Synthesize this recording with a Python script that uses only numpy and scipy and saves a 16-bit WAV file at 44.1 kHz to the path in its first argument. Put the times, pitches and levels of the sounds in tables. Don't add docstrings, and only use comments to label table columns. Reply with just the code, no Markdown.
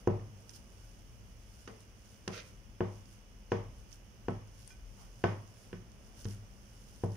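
import sys
import numpy as np
from scipy import signal
from scipy.fft import rfft, irfft
from scipy.io import wavfile

SR = 44100
rng = np.random.default_rng(int(sys.argv[2]) if len(sys.argv) > 2 else 0)


def gain_from_decibels(decibels):
    exponent = np.asarray(decibels, float) / 20
    return 10 ** exponent


def file_out(sig):
    cols = np.atleast_2d(sig).T
    lim = np.clip(cols, -1, 1)
    pcm = np.round(lim * 32767).astype(np.int16)
    wavfile.write(sys.argv[1], SR, pcm)


N = 315756
TIME = np.arange(N) / SR

# [t/s, blow level/dB, boom level/dB, hardness above 2 kHz/dB, left-right level/dB]
KNOCKS = [
    (0.0731, -13.5, -25.5, -4, -2),
    (1.6758, -38.5, -52, 7, 3),
    (2.2767, -29, -43, 9.5, 4),
    (2.8057, -19, -31.5, 3, 4),
    (3.5184, -17, -31.5, 5.5, 2.5),
    (4.2832, -21, -33.5, 3, 6.5),
    (5.2393, -14, -28, 7.5, 2),
    (5.7290, -33, -45, 9.5, -6.5),
    (6.2533, -33.5, -32, 2, -1),
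    (7.0357, -21.5, -28, -5.5, 4),
]


def rms_one(x):
    return x / np.sqrt(np.mean(x ** 2) + 1e-20)


def at_hz(points, hz):
    table_hz, values = np.transpose(points)
    return np.interp(np.log(np.maximum(hz, 1)), np.log(table_hz), values)


def in_time(rows):
    return gain_from_decibels(np.interp(TIME, *np.transpose(rows), left=-140, right=-140))


def panned(x, pan_db):
    return x * gain_from_decibels(np.array([[.5], [-.5]]) * pan_db)


def colour(x, points, share=1):
    size = 16384
    curve_db = share * at_hz(points, np.fft.rfftfreq(size, 1 / SR))
    cepstrum = irfft(np.log(gain_from_decibels(curve_db)))
    cepstrum[1:size // 2] *= 2
    cepstrum[size // 2 + 1:] = 0
    response = irfft(np.exp(rfft(cepstrum)))
    return signal.fftconvolve(x, response[None], axes=-1)[:, :N]


def ring(hz, level_db, t60, size, lead=0):
    t = TIME[:size]
    return gain_from_decibels(level_db - 60 * t / t60) * np.sin(2 * np.pi * hz * t + lead)


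def drift(rate):
    knots = rng.standard_normal(400)
    return 0.68 * np.interp(TIME * rate, np.arange(400), knots)


def stereo_noise(size):
    # [f/Hz, left-right likeness/1]
    likeness = [(30, 0.87), (60, 0.68), (150, 0.83), (380, 0.82), (950, 0.029), (2400, 0.0059),
                (15000, .01)]
    alike = at_hz(likeness, np.fft.rfftfreq(size, 1 / SR))
    mid, side = rfft(rng.standard_normal((2, size)))
    return irfft(np.sqrt(1 + alike) * mid + np.sqrt(1 - alike) * side * [[1], [-1]], size)


def grains(per_s, spread_db):
    born = rng.random((3, N)) < per_s / SR
    size_db = spread_db * np.minimum(rng.exponential(1, (3, N)), 4)
    clicks = born * gain_from_decibels(size_db) * rng.choice([-1, 1], (3, N))
    return clicks[:2] + 0.52 * clicks[2]


def bursts(events):
    size = 16000
    out, t = np.zeros((2, N + size)), TIME[:size]
    for s, peak_db, hz, pan_db, t60 in events:
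        noise = rng.standard_normal((3, size))
        swell = 1 - np.exp(-t / (0.29 * t60 ** 2 + 1e-4))
        burst = (noise[:2] + 0.46 * noise[2]) * gain_from_decibels(peak_db + 5 - 60 * t / t60) * swell
        spread = 1.5 if t60 < .09 else 1.25
        band = signal.butter(1, [hz / spread, min(hz * spread, 15000)], "band", fs=SR)
        i = round(s * SR)
        out[:, i:i + size] += panned(signal.lfilter(*band, burst), pan_db)
    return out[:, :N]


def room_tail(size, points):
    # [f/Hz, t60/s]
    tail_t60 = [(130, 0.58), (420, 0.45), (1100, 0.43), (2900, 0.39), (8000, 0.4)]
    white, out, t = stereo_noise(size), 0, TIME[:size]
    for hz in 125 * 2. ** np.arange(7):
        octave = signal.butter(2, [hz / 2 ** .5, hz * 2 ** .5], "band", fs=SR, output="sos")
        late = gain_from_decibels(-60 * t / at_hz(tail_t60, hz))
        early = gain_from_decibels(8 - 60 * t / 0.016)
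        out = out + signal.sosfilt(octave, white) * (late + early)
    return colour(out * (1 - np.exp(-t / 0.00092)), points)[:, :size]


def rumble():
    # [f/Hz, spectral level/dB per Hz]
    rumble_colour = [(12, -37), (27, -28.5), (41, 2.5), (53, -11), (64, -3), (80, -20), (102, -6.5),
                     (118, -10.5), (135, -16), (180, -51)]
    level_db = -55 + 1.5 * drift(5)
    return gain_from_decibels(level_db) * rms_one(colour(stereo_noise(N), rumble_colour))


def shifting_mash():
    # [t/s, level/dB]
    mash = [(0.0, -62), (1.54, -66), (3.81, -64.5), (4.77, -65.5), (6.28, -62), (6.84, -65), (7.16, -62.5)]
    # [f/Hz, spectral level/dB per Hz]
    mash_colour = [(110, -20.5), (145, -9), (195, 1.5), (250, -7), (290, -10.5), (520, -11.5), (700, -14.5),
                   (900, -16), (1300, -21), (2600, -42), (5000, -84)]
    return gain_from_decibels(1.5) * in_time(mash) * rms_one(colour(stereo_noise(N), mash_colour))


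def hiss():
    # [f/Hz, spectral level/dB per Hz]
    hiss_colour = [(600, -31), (1100, 0), (1500, 2), (2500, 3.5), (2950, 3), (3350, 0.5), (3900, -10.5),
                   (4600, -6.5), (5200, -0.5), (6300, -2), (7700, -19), (9600, -11.5), (12200, -42),
                   (14900, -19), (16000, 1.5)]
    level_db = -65 + 0.2 * drift(5.1)
    return gain_from_decibels(level_db) * rms_one(colour(stereo_noise(N), hiss_colour))


def whine():
    # [f/Hz, rms level/dB]
    tones = [(545, -86.5), (2914, -86.5)]
    out = 0
    for hz, db in tones:
        level_db = db + 7.5 + 0.99 * drift(3.92)
        out = out + gain_from_decibels(level_db) * np.sin(2 * np.pi * hz * TIME + 2.7 * drift(4.3))
    return out


def squeezes():
    # [peak t/s, peak level/dB, length/s]
    squeeze_events = [(0.0, -70.5, .1), (0.407, -74, 0.1), (0.504, -67, 0.033), (.56, -65, 0.095),
                      (0.864, -73, 0.75), (1.612, -69.5, 0.35), (1.816, -70.5, 0.076), (2.125, -70.5, 0.26),
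                      (2.36, -63.5, 0.12), (2.485, -70, 0.16), (2.96, -72.5, 0.21), (3.126, -71, 0.17),
                      (3.798, -76, 0.13), (3.938, -64.5, 0.062), (4.278, -85, 0.084), (4.612, -69.5, 0.18),
                      (4.699, -66.5, 0.095), (5.017, -68.5, 0.14), (5.22, -73, 0.64), (5.62, -70.5, 0.3),
                      (6.07, -74, 0.19), (6.209, -63.5, 0.092), (6.311, -61.5, 0.12), (6.893, -71, 0.89),
                      (7.042, -65, 0.033), (7.16, -69, .12)]
    swell_db, fade_db, seep_db = 17.5, 22.5, -82.5
    power = gain_from_decibels(seep_db) ** 2
    for s, peak_db, length in squeeze_events:
        late = (TIME - s) / length
        power = power + gain_from_decibels(peak_db + np.minimum(swell_db * late, -fade_db * late)) ** 2
    return np.sqrt(power)


def squelch():
    # [f/Hz, spectral level/dB per Hz]
    squelch_colour = [(880, -44.5), (1500, -2.5), (2120, -30), (2880, -6), (3960, -14), (5170, -5),
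                      (7760, -11.5), (9560, -9), (12100, -18.5), (14900, -14.5), (16000, -36)]
    pops = rms_one(grains(1500 * gain_from_decibels(4 * drift(25)), spread_db=8.5))
    wet = colour(0.7 * pops + 0.68 * stereo_noise(N), squelch_colour)
    return gain_from_decibels(4) * squeezes() * rms_one(wet)


def ticks():
    # [t/s, peak level/dB, f/Hz, left-right level/dB]
    releases = [(0.068, -66, 5400, 6), (0.493, -46.5, 5130, -12.5), (0.547, -60, 5100, -4),
                (1.8044, -52, 7000, 7), (2.278, -40.5, 9700, 11.5), (3.0558, -55, 5900, -4),
                (3.9168, -52, 5300, -4), (4.3050, -56, 5540, 20), (4.474, -58, 9500, 12),
                (4.591, -52, 9500, 11), (4.6765, -45.5, 9500, 19), (5.476, -53.5, 6100, 4),
                (5.9176, -53, 6000, 7), (6.1725, -50, 10000, 6), (6.96, -51, 9500, 7),
                (7.1200, -55, 5930, 0), (0.494, -45, 13500, 0), (3.898, -60, 13000, 0),
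                (3.928, -49.5, 5600, -7), (4.045, -65, 9000, 7)]
    t60 = 0.014
    return bursts([(*row, t60) for row in releases])


def struck(modes, luck, size):
    longest_ring = .28
    mode_hz = np.array(modes)[:, 0]
    leads = np.cos(2.25 * np.arange(len(modes))) * np.minimum(mode_hz / 500, 1.3)
    rings = 0
    for (hz, db, t60, pan_db), v, lead in zip(modes, luck, leads):
        port_lead = lead * np.array([[.5], [-.5]])
        mode = ring(hz * (1 + v / 120), db - 15.5 + 2.64 * v, min(t60, longest_ring), size, port_lead)
        rings = rings + panned(mode, pan_db)
    return -rings * (1 - np.exp(-(TIME[:size] / 0.0025) ** 2))


def first_swing(t):
    # [f/Hz, level/dB, time to peak/ms]
    thump = [(406, -5, 1.7), (1020, -19.5, 0.98), (1603, -19, 0.75), (2680, -26.5, 0.62)]
    out = 0
    for hz, db, ms in thump:
        x = t * 1000 / ms
        out = out - gain_from_decibels(db) * x * np.exp(1 - x) * np.sin(2 * np.pi * hz * t)
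    return out


def knocks():
    # [f/Hz, level/dB, t60/s]
    boom_modes = [(102.03, -1, 0.6), (114, -10, 0.51), (66, -14, 0.32)]
    # [f/Hz, level/dB, t60/s, left-right level/dB]
    body_modes = [(295, -20, 0.61, 21), (351.8, -2, 0.44, 10), (365, -1.5, 0.6, 1), (400, -12, 0.57, -19.5),
                  (456, -6.5, 0.44, 14), (458, -11.5, 0.46, 20), (562, -27, 0.095, 13),
                  (671, -3.5, 0.098, 6), (753, -28.5, 0.45, -4), (999, -20.5, 0.16, 17),
                  (1080, -10, 0.11, -2), (1288, -25.5, 0.27, -11), (1500, -16, 0.15, 2),
                  (2350, -45, 0.39, 21), (2870, -38.5, 0.31, 21)]
    # [f/Hz, level/dB, t60/s, left-right level/dB]
    thud_modes = [(160, -23, 0.85, -10), (173.9, 2, 0.36, -4), (197.6, 2.5, 0.29, 4.5),
                  (240.4, -2, 0.27, 1)]
    # [f/Hz, spectral level/dB per Hz]
    tail_colour = [(76, -8.5), (130, -3), (289, -9.5), (373, -5), (609, -8.5), (1280, -21), (2210, -29.5),
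                   (3360, -36), (4110, -56.5), (5590, -38.5), (10000, -105), (13000, -61), (22000, -120)]
    # [blow level/dB, knock level/dB]
    bite = [(-32.5, -7), (-28, 7), (6, 1.5), (-13, -3)]
    size = 40000
    out, t = np.zeros((2, N + size)), TIME[:size]
    tails = np.array([room_tail(size, tail_colour), room_tail(size, tail_colour)])
    tails *= gain_from_decibels(-23.5) / np.sqrt(np.mean(tails[..., :4000] ** 2))
    luck = rng.standard_normal((len(KNOCKS), 2, len(body_modes)))
    first = first_swing(t)
    boom = sum(ring(*mode, size) for mode in boom_modes) * (1 - np.exp(-t / 0.0016))
    for (s, blow_db, boom_db, hard_db, pan_db), (vary, vary_low) in zip(KNOCKS, luck):
        thud_db = -6 + 0.36 * blow_db + 0.33 * boom_db
        knock_db = np.interp(blow_db, *np.transpose(bite))
        turn = vary_low[-1]
        tail = np.cos(turn) * tails[0] + np.sin(turn) * tails[1]
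        blow = panned(first, pan_db) + struck(body_modes, vary, size) + tail
        contact = [(140, -4), (250, -3), (520, -3), (750, knock_db), (1600, hard_db), (6000, 1.63 * hard_db)]
        blow = colour(blow, contact)[:, :size]
        thud = struck(thud_modes, vary_low, size)
        i = round(s * SR)
        out[:, i:i + size] += gain_from_decibels(blow_db) * blow + gain_from_decibels(boom_db) * boom - gain_from_decibels(thud_db) * thud
    return out[:, :N]


def cracks():
    # [t/s, peak level/dB, f/Hz, left-right level/dB]
    contacts = [(0.074, -45.5, 5400, 3), (1.6755, -43.5, 2500, -11), (2.2778, -31, 2950, -8.5),
                (2.2778, -41, 4900, 8), (2.807, -57, 3000, 0), (3.52, -41.5, 2980, -7.5),
                (4.2836, -49.5, 3000, -4), (4.7048, -63, 3000, 0), (5.2408, -47, 4370, -12),
                (5.7292, -54, 2170, 12), (6.245, -46, 5800, -4), (6.2526, -47, 6000, 0),
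                (6.2537, -44, 2500, -14), (7.0362, -60, 3000, -2), (0.196, -50, 1500, -3),
                (4.7042, -47, 1300, 8)]
    t60 = 0.016
    return bursts([(*row, t60) for row in contacts])


def grit():
    # [f/Hz, level re blow/dB, t60/s]
    crunch = [(1490, -28.5, 0.37), (2600, -36.5, 0.31)]
    events = []
    for s, blow_db, _, hard_db, pan_db in KNOCKS:
        for hz, db, t60 in crunch:
            events.append((s + .004, blow_db + db + 0.8 * hard_db, hz, pan_db, t60))
    return bursts(events)


def slumps():
    # [t/s, peak level/dB, f/Hz, left-right level/dB, t60/s]
    slides = [(1.674, -38.5, 1120, -5, 0.091), (1.68, -33.5, 440, 5, 0.3), (6.256, -36, 330, -3, 0.22),
              (2.281, -28, 530, 1, 0.17), (3.5, -53, 5300, -4, 0.28), (4.96, -43, 850, -2, 0.47),
              (6.3, -54, 1900, 10, 0.26), (.53, -56, 5100, -10, 0.18), (7.042, -48, 1000, 4, 0.16),
              (5.2, -67, 13000, -3, .3), (7.152, -50, 1700, 5, 0.038)]
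    return bursts(slides)


def scrape():
    # [t/s, level/dB]
    drag = [
        (2.285, -60),
        (2.31, -63),
        (2.335, -49.5),
        (2.36, -48.5),
        (2.39, -48.5),
        (2.415, -55),
        (2.44, -67),
        (2.478, -64),
        (2.52, -76),
    ]
    # [f/Hz, spectral level/dB per Hz]
    scrape_colour = [(290, -26), (500, 4.5), (851, -19), (1390, -2.5), (1830, -8.5), (2430, -3.5),
                     (3190, -7.5), (6310, -12), (7430, -27), (13000, -58)]
    slips = grains(1900 * gain_from_decibels(4 * drift(50)), spread_db=2.5)
    return in_time(drag) * rms_one(colour(slips, scrape_colour))


def clink():
    # [f/Hz, level/dB, free t60/s]
    wires = [(1518, -9, 1.0), (2412, -5.5, .4), (3284, -10, .45), (4200, -11, .14), (5208, -9, .3),
             (6288, -8, .2), (7500, -12, .1)]
    size, clink_s, clink_db = 16000, 4.705, -54
    out = np.zeros((2, N))
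    i = round(clink_s * SR)
    out[:, i:i + size] += sum(ring(hz, db + clink_db, .45 * t60, size) for hz, db, t60 in wires)
    return out


def in_housing(x):
    # [f/Hz, level/dB]
    housing = [(3000, -0.5), (3900, -6), (5200, 0), (6400, -0.5), (7800, -12), (9700, -6), (12200, -32),
               (15000, -19)]
    return colour(x, housing)


def echoed(x):
    # [f/Hz, level/dB]
    crack_echo = [(300, -33), (1200, -33.5), (2500, -31.5), (3900, -45.5), (5600, -42), (8000, -51),
                  (14000, -52)]
    answer = room_tail(20000, crack_echo)
    return x + signal.fftconvolve(x.mean(0, keepdims=True), answer, axes=-1)[:, :N]


def scene():
    background = rumble() + shifting_mash() + hiss() + whine()
    close = in_housing(ticks() + cracks() + grit() + slumps() + clink())
    return background + squelch() + knocks() + echoed(close + scrape())


def low_pass(x):
    return signal.sosfilt(signal.butter(12, 15720, fs=SR, output="sos"), x)


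def record(dry):
    # [f/Hz, left-right level/dB]
    ports = [(60, 2), (92, 1), (140, -0.5), (210, 0), (330, -3.5), (500, -1.5), (770, 0), (1170, -1),
             (1790, -1), (2740, -3.5), (4190, -5), (6410, -13.5), (9810, 15.5), (15000, -5.5)]
    left = colour(dry[:1], ports, share=0.45)
    right = colour(dry[1:], ports, share=-0.61)
    top_cut = signal.cheby2(24, 60, 15850, fs=SR, output="sos")
    mix = signal.sosfilt(top_cut, np.vstack([left, right]))
    return low_pass(mix)


dry = scene()
out = record(dry)
file_out(out)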